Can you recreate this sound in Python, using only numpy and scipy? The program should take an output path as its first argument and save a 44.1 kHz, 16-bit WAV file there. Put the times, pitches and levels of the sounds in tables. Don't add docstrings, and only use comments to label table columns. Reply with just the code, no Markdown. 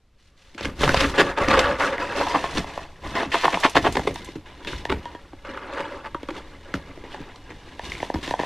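import sys
import numpy as np
from scipy import signal
from scipy.fft import rfft, irfft
from scipy.io import wavfile
from scipy.ndimage import uniform_filter1d

SR = 44100
rng = np.random.default_rng(int(sys.argv[2]) if len(sys.argv) > 2 else 0)


def unload_audio(sound):
    columns = np.transpose(np.atleast_2d(sound))
    steps = np.round(np.clip(columns, -1, 1) * 32767)
    wavfile.write(sys.argv[1], SR, steps.astype(np.int16))


N = 373039
TIME = np.arange(N) / SR
BASS_HZ, MID_HZ, TREBLE_HZ = 283, 884, 3220

# start t/s, length/s, pellet level/dB, film level/dB, bag level/dB
STROKES = [(0.2, 0.097, -83, -63.5, -77), (0.388, 0.37, -64, -58, -68), (0.657, 0.0077, -40, -44, -28.5),
           (0.811, 0.28, -27, -31, -23), (1.15, 0.15, -26, -41.5, -35), (1.408, 0.081, -26.5, -41, -29.5),
           (1.488, 0.23, -20, -42, -29.5), (1.802, 0.071, -22.5, -35.5, -36.5),
           (2.001, 0.13, -28.5, -44, -40.5), (2.16, 0.44, -26, -36.5, -39.5), (2.555, 0.026, -35, -34, -30),
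           (2.672, 0.15, -35.5, -47, -42.5), (3.048, 0.069, -33, -44.5, -34.5),
           (3.165, 0.041, -23, -42, -42), (3.334, 0.38, -31, -35.5, -50), (3.793, 0.31, -36, -41, -30.5),
           (4.148, 0.16, -44.5, -45, -42), (4.679, 0.11, -50, -40, -36.5), (4.903, 0.05, -34.5, -61, -31.5),
           (5.47, 0.4, -36.5, -77, -64), (5.735, 0.24, -33, -54, -65), (6.354, 0.0086, -36, -42.5, -43),
           (6.793, 0.25, -44.5, -65, -47.5), (7.102, 0.26, -42.5, -55.5, -59),
           (7.838, 0.24, -41.5, -40.5, -39.5), (8.241, 0.075, -38, -38.5, -40.5),
           (8.4, 0.06, -28.5, -42.5, -43)]
# f/Hz, bandwidth/Hz, gain/dB
LOADED_MODES = [(436, 77, -12), (689, 52, -1), (847, 170, -1.5), (993, 89, -2.5), (1078, 34, -1.5),
                (1770, 33, -3), (1923, 370, -3), (2610, 240, -3.5), (3100, 140, -3.5), (3410, 250, -5.5),
                (4280, 190, -10)]
# f/Hz, bandwidth/Hz, gain/dB
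EMPTY_MODES = [(390, 250, -1), (850, 76, 1), (975, 51, 4.5), (1640, 79, -7), (1865, 72, -12.5),
               (2070, 530, -6.5), (2846, 160, -3.5), (3280, 99, -8), (3610, 160, -5.5), (4300, 210, -20)]
# f/Hz, bandwidth/Hz, gain/dB
FREE_MODES = [(957, 23, 5.5), (1528, 21, -10), (1822, 17, -5), (3260, 45, 4.5)]


def undb(db):
    return 10 ** (np.asarray(db) / 20)


def unit(x):
    return x / np.sqrt(np.mean(x ** 2) + 1e-18)


def blow(x, db):
    return x * undb(db) / np.sqrt(np.sum(x ** 2) / (SR / 100))


def steady(x, span_s):
    power = uniform_filter1d(x ** 2, int(span_s * SR))
    power = uniform_filter1d(power, int(span_s * SR / 2))
    return x / np.sqrt(np.abs(power) + 1e-4 * np.mean(x ** 2))


def add(track, s, sound):
    start = int(s * SR)
    part = sound[:len(track) - start]
    track[start:start + len(part)] += part


def wander(rate_hz):
    hold = int(SR / rate_hz)
    steps = np.repeat(rng.standard_normal(N // hold + 1), hold)
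    return unit(uniform_filter1d(steps, hold)[:N])


def colour(x, points, size=4096):
    hz, db = np.transpose(points)
    f = np.maximum(np.fft.rfftfreq(size, 1 / SR), 1)
    gain = undb(np.interp(np.log(f), np.log(hz), db))
    cepstrum = irfft(np.log(gain))
    cepstrum[1:size // 2] *= 2
    cepstrum[size // 2 + 1:] = 0
    return signal.fftconvolve(x, irfft(np.exp(rfft(cepstrum))))[:len(x)]


def tilt(x, bass_db, treble_db):
    return colour(x, [(BASS_HZ, bass_db), (MID_HZ, 0), (TREBLE_HZ, treble_db)])


def resonate(x, modes):
    return sum(undb(db) * signal.lfilter(*signal.iirpeak(hz, hz / width, fs=SR), x)
               for hz, width, db in modes)


def resonate_twice(x, modes):
    return resonate(resonate(x, modes), modes)


def crack(t60, size=1024):
    burst = rng.standard_normal(size) * undb(-60 * np.arange(size) / SR / t60)
    return unit(burst) / np.sqrt(size)


def grains(n, per_s, spread_db, t60, kinds=10):
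    out = 0
    for _ in range(kinds):
        strength = undb(spread_db * np.minimum(rng.exponential(size=n), 4))
        ticks = (rng.random(n) < per_s / kinds / SR) * strength
        out = out + signal.fftconvolve(ticks, crack(t60))[:n]
    return unit(out)


def room_tone():
    # f/Hz, gain/dB
    spectrum = [(15, -4), (30, -9), (60, -6.5), (100, -12.5), (200, -22), (1000, -35), (4000, -40),
                (13000, -58)]
    db = np.interp(TIME, [0, .5, .7], [-59, -54, -46])
    return unit(colour(rng.standard_normal(N), spectrum)) * undb(db)


def echoes(x, t60=.072, wet_db=-14, size=16384):
    rise = 1 - np.exp(-np.arange(size) / SR / .0092)
    tail = colour(crack(t60, size) * rise, [(300, 8.0), (2500, 9.9), (10000, 16.4)])
    return x + undb(wet_db) * signal.fftconvolve(x, tail)[:N]


def stirred(stroke_dbs, rest_db, settle_db_per_s, attack_db_per_s=480, sag_db_per_s=15):
    # t/s, level/dB relative to rest_db
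    restlessness = [(0, -39), (0.5, -11), (0.9, -2), (2.95, -0.5), (4.4, -4), (4.65, 7), (5.1, 6.5),
                    (5.3, -4), (6.5, 4), (7.4, 1.5), (7.65, 6.5), (8.46, 8.5)]
    db = rest_db + np.interp(TIME, *np.transpose(restlessness))
    for (start, length, *_), peak_db in zip(STROKES, stroke_dbs):
        t = TIME - start
        attack = attack_db_per_s * np.maximum(-t, 0)
        sag = sag_db_per_s * np.clip(t, 0, length)
        settle = settle_db_per_s * np.maximum(t - length, 0)
        db = np.maximum(db, peak_db - (attack + sag + settle))
    return db


def emptiness(s):
    # t/s, emptiness/1
    empty = [(4.05, 0), (4.25, 0.93), (7.7, 0.74), (8.3, 0.07)]
    return np.clip(np.interp(s, *np.transpose(empty)), 0, 1)


def bag_dispersion(x, lag_s=.075, corner_hz=115):
    size = 2 * len(x)
    f = np.fft.rfftfreq(size, 1 / SR)
    group_delay = lag_s * rng.uniform(.6, 1.05) / (1 + (f / corner_hz) ** 3)
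    folds = 1 + 1.2 * rfft(crack(t60=.12, size=size)) / (1 + (f / 450) ** 2)
    phase = 2 * np.pi * np.cumsum(group_delay) * f[1]
    return irfft(rfft(x, size) * folds * np.exp(-1j * phase))[:len(x)]


def heave(db):
    # f/Hz, gain/dB
    spectrum = [(15, -0.5), (35, -6), (60, 4.5), (110, -3), (250, -5.5), (400, -9), (800, -24), (3000, -51)]
    bumps = grains(N, per_s=400, spread_db=2.5, t60=.004)
    return steady(colour(bumps, spectrum), span_s=.06) * undb(db)


def flaps(size=8192, width_hz=40):
    # t/s, level/dB, f/Hz
    swings = [(4.1, -31, 116), (4.746, -27, 66), (4.945, -25.5, 72), (8.155, -24, 74)]
    out, push = np.zeros(N), signal.unit_impulse(size)
    for s, db, hz in swings:
        add(out, s, blow(resonate_twice(push, [(hz, width_hz, 0)]), db))
    return out


def crinkle(db):
    # f/Hz, gain/dB
    spectrum = [(100, -6), (500, -6), (1500, 10.5), (3500, 10.5), (6000, 3), (9000, -5), (13000, -17.5)]
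    ticks = colour(grains(N, per_s=1100, spread_db=3.5, t60=.035), spectrum)
    empty = emptiness(TIME)
    heard = ticks * (1 - .6 * empty) + resonate(ticks * empty, EMPTY_MODES)
    return steady(heard, span_s=.1) * undb(db)


def film_cracks(size=4096):
    # t/s, level/dB, t60/s, treble/dB
    releases = [(0.9444, -13.5, 0.011, -6.5), (1.004, -25, 0.023, 9), (1.008, -22, 0.022, 21),
                (1.485, -25, 0.0088, 8), (1.5923, -16.5, 0.029, 8.5), (2.581, -25.5, 0.023, 3),
                (7.359, -45, 0.02, 11)]
    # f/Hz, gain/dB
    spectrum = [(150, -7), (1000, 13.5), (2200, 3), (4800, -2), (6500, -11), (13000, -33)]
    out = np.zeros(N)
    for s, db, t60, treble_db in releases:
        burst = colour(crack(t60, size), spectrum)
        add(out, s, blow(tilt(burst, 0, treble_db), db))
    return out


def snaps(size=8192, flutter_db=-4):
    # t/s, level/dB, bass/dB, treble/dB
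    creases = [(0.547, -38.5, 18, -8), (0.609, -29, -16, -30), (0.941, -30, 5, -38),
               (1.4797, -17.5, 15, -18), (2.59, -27, 35, -25), (3.256, -27, 38, 5), (3.9945, -23, -12, -34),
               (4.1084, -26.5, -2, -28), (4.3554, -27, 13, -26), (6.7399, -21, 4, -23),
               (6.975, -36, 0, -37), (7.2022, -31, 15, -18), (8.1415, -20, 2, -30)]
    # f/Hz, gain/dB
    bag_response = [(20, -9), (65, 19), (150, 13), (320, 24), (600, 2.5), (1000, -17.5), (1800, 1),
                    (3500, 3), (6000, -5), (13000, -34)]
    # f/Hz, gain/dB
    fold_spectrum = [(20, 1), (60, -4.5), (140, -2.5), (260, 0), (700, -15), (1100, -17.5), (3000, -23),
                     (10000, -47)]
    out, t = np.zeros(N), np.arange(size) / SR
    for s, db, bass_db, treble_db in creases:
        burst = colour(crack(t60=.02, size=size), [(250, -18.5), (900, 13.5)])
        pop = signal.unit_impulse(size) + 3 * burst
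        folds = grains(size, per_s=500, spread_db=2, t60=.004)
        flutter = colour(folds, fold_spectrum) * np.exp(-t / .028)
        thump = tilt(colour(pop, bag_response), bass_db, treble_db)
        thump = bag_dispersion(thump, lag_s=.055, corner_hz=105)
        add(out, s, blow(blow(thump, 0) + blow(flutter, flutter_db), db))
    return out


def vessel(force, s, bag_direct=.42, cup_direct=.36):
    # f/Hz, gain/dB
    spectrum = [(50, -10), (150, 1), (300, 8), (700, 1), (1500, -1), (2500, -5), (4000, -12.5),
                (9000, -27.5), (13000, -40)]
    # t/s, share/1
    cup_share = [(0, 0.48), (2.0, 0.47), (2.3, 0.92), (3.7, 0.94), (4.3, 1), (5.1, 0.87), (5.45, 0.58),
                 (6.9, 0.89), (8.3, 1)]
    # f/Hz, bandwidth/Hz, gain/dB
    bag_modes = [(284, 19, -11), (553.4, 53, 14), (906, 56, 7.5), (1173, 310, 7.5), (1457, 190, 5.5),
                 (1679, 108, 6), (2030, 130, -4), (2590, 200, -1.5), (3060, 48, -11), (4300, 550, -21)]
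    contacts = colour(force, spectrum)
    share = np.clip(np.interp(s, *np.transpose(cup_share)), 0, 1)
    empty = emptiness(s)
    in_bag, in_cup = contacts * (1 - share), contacts * share
    cup = resonate(in_cup * (1 - empty), LOADED_MODES) + resonate(in_cup * empty, EMPTY_MODES)
    return bag_direct * in_bag + resonate(in_bag, bag_modes) + cup_direct * in_cup + cup


def scrapes(size=16384):
    # t/s, level/dB, decay time/s, treble/dB
    slips = [(0.578, -32.5, 0.055, 12.5), (0.627, -32.5, 0.023, 34), (1.924, -25.5, 0.04, -1),
             (2.162, -28, 0.006, -13), (2.212, -16, 0.0055, -7), (3.152, -22, 0.013, 5),
             (3.317, -25.5, 0.095, 12.5), (4.458, -43.5, 0.07, 11), (4.671, -26.5, 0.021, 12.5),
             (5.449, -32.5, 0.015, 2), (7.038, -36, 0.029, -1), (8.229, -30.5, 0.031, 14)]
    out, t = np.zeros(N), np.arange(size) / SR
    for s, db, fade_s, treble_db in slips:
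        force = steady(grains(size, per_s=5000, spread_db=-1, t60=.0043), span_s=.074)
        rub = unit(tilt(vessel(force, s), .57, treble_db))
        add(out, s, rub * undb(db) * np.exp(-t / fade_s))
    return out


def landings(size=2048, bounce_db=-9):
    # t/s, level/dB
    impacts = [(3.601, -38.5), (3.697, -39.5), (3.924, -40), (4.142, -47), (4.246, -45.5)]
    out = np.zeros(N)
    for s, db in impacts:
        tick = resonate_twice(crack(t60=.028, size=size), [(6000, 6000, 0)])
        add(out, s, blow(tick, db))
        add(out, s + rng.uniform(.003, .012), blow(tick, db + bounce_db))
    return out


def cup_dispersion(x, lag_s=.0018, corner_hz=1400):
    f = np.fft.rfftfreq(len(x), 1 / SR)
    group_delay = lag_s / (1 + (f / corner_hz) ** 2)
    phase = 2 * np.pi * np.cumsum(group_delay) * f[1]
    return irfft(rfft(x) * np.exp(-1j * phase), len(x))


def ring_out(modes, width_scale, size, db_per_octave=-7):
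    t, out = np.arange(size) / SR, 0
    for (hz, width, db), (mix, grip) in zip(modes, rng.standard_normal((len(modes), 2))):
        note = np.sin(2 * np.pi * hz * (1 + .008 * grip) * t)
        gain = undb(db + 2.5 * mix + db_per_octave * np.log2(hz / MID_HZ))
        out = out + note * gain * np.exp(-np.pi * width * width_scale * t)
    return out


def pings(size=16384):
    # t/s, level/dB, bass/dB, treble/dB, ring/dB
    drops = [(4.853, -25.5, 0, 13, -18), (5.0553, -28.5, 6, 17, 11), (5.149, -33.5, 11, 1, -2),
             (7.794, -29.5, -4, 6, -16), (8.028, -22.5, 1.5, -2, -22), (8.1, -23, 3, -7, -29),
             (8.156, -30, -20, -4, -6), (8.277, -28, 19, 21, -20), (8.309, -22, 5, 7, -5),
             (8.338, -19, -14, -16, -10), (8.392, -23.5, -6, 1, -6), (8.398, -21.5, 14, 9, -20),
             (8.433, -24, 1, 0, -10)]
    # f/Hz, gain/dB
    cavity_response = [(100, -14.5), (350, 0.5), (650, 4.5), (960, 5.5), (1130, -15), (1350, -25),
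                       (1800, 0.5), (2200, -20), (2700, -16), (13000, -52)]
    out, hollow = np.zeros(N), colour(signal.unit_impulse(size), cavity_response)
    for s, db, bass_db, treble_db, ring_db in drops:
        pock = blow(tilt(hollow, bass_db, treble_db), 0)
        ring = blow(ring_out(FREE_MODES, width_scale=.95, size=size), ring_db)
        add(out, s, blow(cup_dispersion(pock + ring, lag_s=.003, corner_hz=1100), db))
    return out


def knocks(size=16384, tick_db=-6, thud_db=-10):
    # t/s, level/dB, wall f/Hz, bass/dB, treble/dB, ring/dB
    strikes = [(0.892, -16, 1470, 8, 11, -15), (1.1973, -15.5, 1420, 5.5, 0, -4),
               (1.981, -27, 1940, -8, -2, -4), (2.123, -30.5, 1430, -12, 9, -7),
               (2.348, -15.5, 890, -9, -9, 11), (2.355, -37, 780, 3, -8, -6), (2.441, -20, 700, -4, -1, 3),
               (2.643, -31.5, 740, -1, 4, -34), (2.776, -26, 637, -7, -2.5, -30),
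               (3.231, -25, 716, -1, 1, -15), (3.3425, -17.5, 1090, 1, 2, -13),
               (3.4537, -13.5, 955, -10, 2, -4), (3.4796, -14.5, 910, -15, -7, -6),
               (3.571, -21.5, 950, -6, -15, -13), (3.6498, -14, 970, 9, -8, -19),
               (3.754, -15.5, 910, 9, 5, -11), (3.768, -13.5, 1570, 3, 3, -4),
               (3.8502, -18.5, 800, 7, -5, -12), (3.8665, -15.5, 755, 5, -5, -13),
               (3.969, -20.5, 850, 10, 7, -6), (4.158, -31, 835, 4, 15, -3),
               (4.287, -34, 2040, 15.5, -3, -8), (4.648, -37, 1500, 6, 24, 7),
               (4.731, -30.5, 1480, -1, -6, -12), (4.901, -23, 1050, 7, 3, -9),
               (5.332, -36.5, 845, 22, -5, -22), (5.5742, -31.5, 1270, -7, 1, -16),
               (6.146, -24, 1130, 8, -6, -4.5), (6.231, -32, 473, 12, 12, -9),
               (6.2873, -27, 1070, 14, 4, -5), (6.7401, -25, 1380, 0, 7, -17),
               (7.919, -28.5, 2080, -1, 16, -8), (7.951, -36, 2170, -1, 4, -14),
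               (8.002, -33, 2020, -1, -3, -10)]
    out, push = np.zeros(N), signal.unit_impulse(size)
    lowpass = signal.butter(2, 5800, fs=SR)
    thud = blow(resonate(push, [(338, 72, 0)]), thud_db)
    for s, db, hz, bass_db, treble_db, ring_db in strikes:
        swing = blow(resonate_twice(push, [(hz, 400, 0)]), 0)
        contact = vessel(crack(t60=.029, size=size), s)
        tick = blow(signal.lfilter(*lowpass, contact), tick_db)
        modes, width_scale = (FREE_MODES, 1) if emptiness(s) > .5 else (LOADED_MODES, .52)
        ring = blow(ring_out(modes, width_scale, size), ring_db)
        knock = tilt(swing + tick + ring + thud, bass_db, treble_db)
        add(out, s, blow(cup_dispersion(knock), db))
    return out


def rattle(per_s, spread_db, q, sizes):
    out = 0
    for hz in np.geomspace(200, 12000, sizes):
        strength = undb(spread_db * np.minimum(rng.exponential(size=N), 4))
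        hits = (rng.random(N) < per_s / SR) * strength * rng.choice([-1, 1], N)
        out = out + resonate_twice(unit(hits), [(hz, hz / q, 0)])
    return unit(out)


def sliding(db, crack_db=-13):
    # f/Hz, bandwidth/Hz, gain per pass/dB
    rim_modes = [(956, 70, 4), (4900, 120, -6.5)]
    # t/s, level/dB relative to the sliding pellets
    rim_drag = [(1.9, -33), (2.0, 0.5), (2.2, -17), (2.3, 1.5), (2.4, -6), (2.55, -38)]
    per_s = 240 * undb((db + 25) / 7)
    churn = steady(rattle(per_s, spread_db=3.6, q=9, sizes=36), span_s=.05)
    cracks = steady(grains(N, per_s=1200, spread_db=2, t60=.008), span_s=.08)
    lurches = unit(undb(1.7 * wander(45) + 1.2 * wander(16)))
    force = (churn + undb(crack_db) * cracks) * lurches
    rim_db = db + np.interp(TIME, *np.transpose(rim_drag))
    rim = unit(resonate_twice(force, rim_modes)) * undb(rim_db)
    return vessel(force * undb(db), TIME) / np.std(vessel(force, TIME)) + rim


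def clatters(size=12000, margin_s=.05, front_db=-3.5):
    # centre t/s, level/dB, spread/s, bass/dB, treble/dB, lead of the front/s
    loads = [(0.655, -22.5, 0.0015, 16, 20, 0.0061), (0.841, -12.5, 0.0037, 10, 10, 0.0038),
             (0.8782, -18.5, 0.00048, -26, -10, 0), (0.972, -19.5, 0.0087, -8, 19, 0),
             (1.0078, -15.5, 0.013, 1.5, 12, 0), (1.0434, -15, 0.0087, 7, 8, 0),
             (1.208, -7.5, 0.0069, 3.5, 12, 0.019), (1.384, -17, 0.006, -1, 0, 0.0069),
             (1.513, -14, 0.0053, 6.5, 6, 0.007), (1.577, -14, 0.0044, -2, 5, 0.0037),
             (1.5445, -11.5, 0.0072, -1, -1, 0.0078), (1.817, -14.5, 0.012, -17, -11, 0),
             (2.271, -21.5, 0.0041, -28, -15, 0.0019), (2.354, -14.5, 0.0078, -12, -14, 0),
             (2.579, -18.5, 0.0035, 14.5, 10, 0.0058), (3.3494, -15.5, 0.0081, -12.5, -5.5, 0.0049),
             (3.445, -14, 0.0069, -5.5, -3, 0), (3.5418, -16.5, 0.0087, -6, -1.5, 0),
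             (3.654, -10, 0.0093, -10, 0, 0.0096), (3.774, -9.5, 0.0076, -2, 2.5, 0.011),
             (3.872, -12.5, 0.0081, -1, 0, 0.021), (3.971, -15.5, 0.002, 6, 4.5, 0.0149),
             (4.077, -15.5, 0.0033, 4.5, 3.5, 0.0034), (4.922, -16.5, 0.0042, -1, 1, 0.022),
             (5.805, -21, 0.0072, -11, -7, 0.026), (6.06, -28, 0.012, -8.5, -4, 0),
             (6.3071, -27, 0.0025, -0.5, 1.5, 0.014), (7.128, -38, 0.018, -6, 20, 0.011),
             (7.147, -31, 0.0021, -5.5, -7, 0.0051), (7.509, -34.5, 0.01, 4.5, 4, 0)]
    out, t = np.zeros(N), np.arange(size) / SR - margin_s
    for s, db, spread_s, bass_db, treble_db, lead_s in loads:
        surge = np.exp(-.5 * (t / spread_s) ** 2)
        if lead_s > spread_s:
            surge += undb(front_db) * np.exp(-.5 * ((t + lead_s) / spread_s) ** 2)
        force = grains(size, per_s=1500, spread_db=1.8, t60=.005) * surge
        crunch = tilt(vessel(force, s), bass_db, treble_db)
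        add(out, s - margin_s, blow(bag_dispersion(crunch), db))
    return out


def scene():
    _, _, pellets_db, film_db, bag_db = np.transpose(STROKES)
    handling = (sliding(stirred(pellets_db, rest_db=-51.5, settle_db_per_s=165))
                + crinkle(stirred(film_db, rest_db=-60.5, settle_db_per_s=232))
                + heave(stirred(bag_db, rest_db=-61, settle_db_per_s=150)))
    blows = clatters() + knocks() + pings() + snaps() + flaps() + film_cracks() + scrapes() + landings()
    return np.tile(echoes(handling + blows) + room_tone(), (2, 1))


def record(dry):
    side_db, side_above_hz, top_hz = -6.5, 3900, 13300
    highpass = signal.butter(12, side_above_hz, "high", fs=SR, output="sos")
    lowpass = signal.ellip(8, .1, 50, top_hz, fs=SR, output="sos")
    side = undb(side_db) * signal.sosfilt(highpass, dry[0] * wander(300))
    stereo = np.clip(dry + np.array([side, -side]), -.85, .85)
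    return signal.sosfiltfilt(lowpass, stereo)


dry = scene()
out = record(dry)
unload_audio(out)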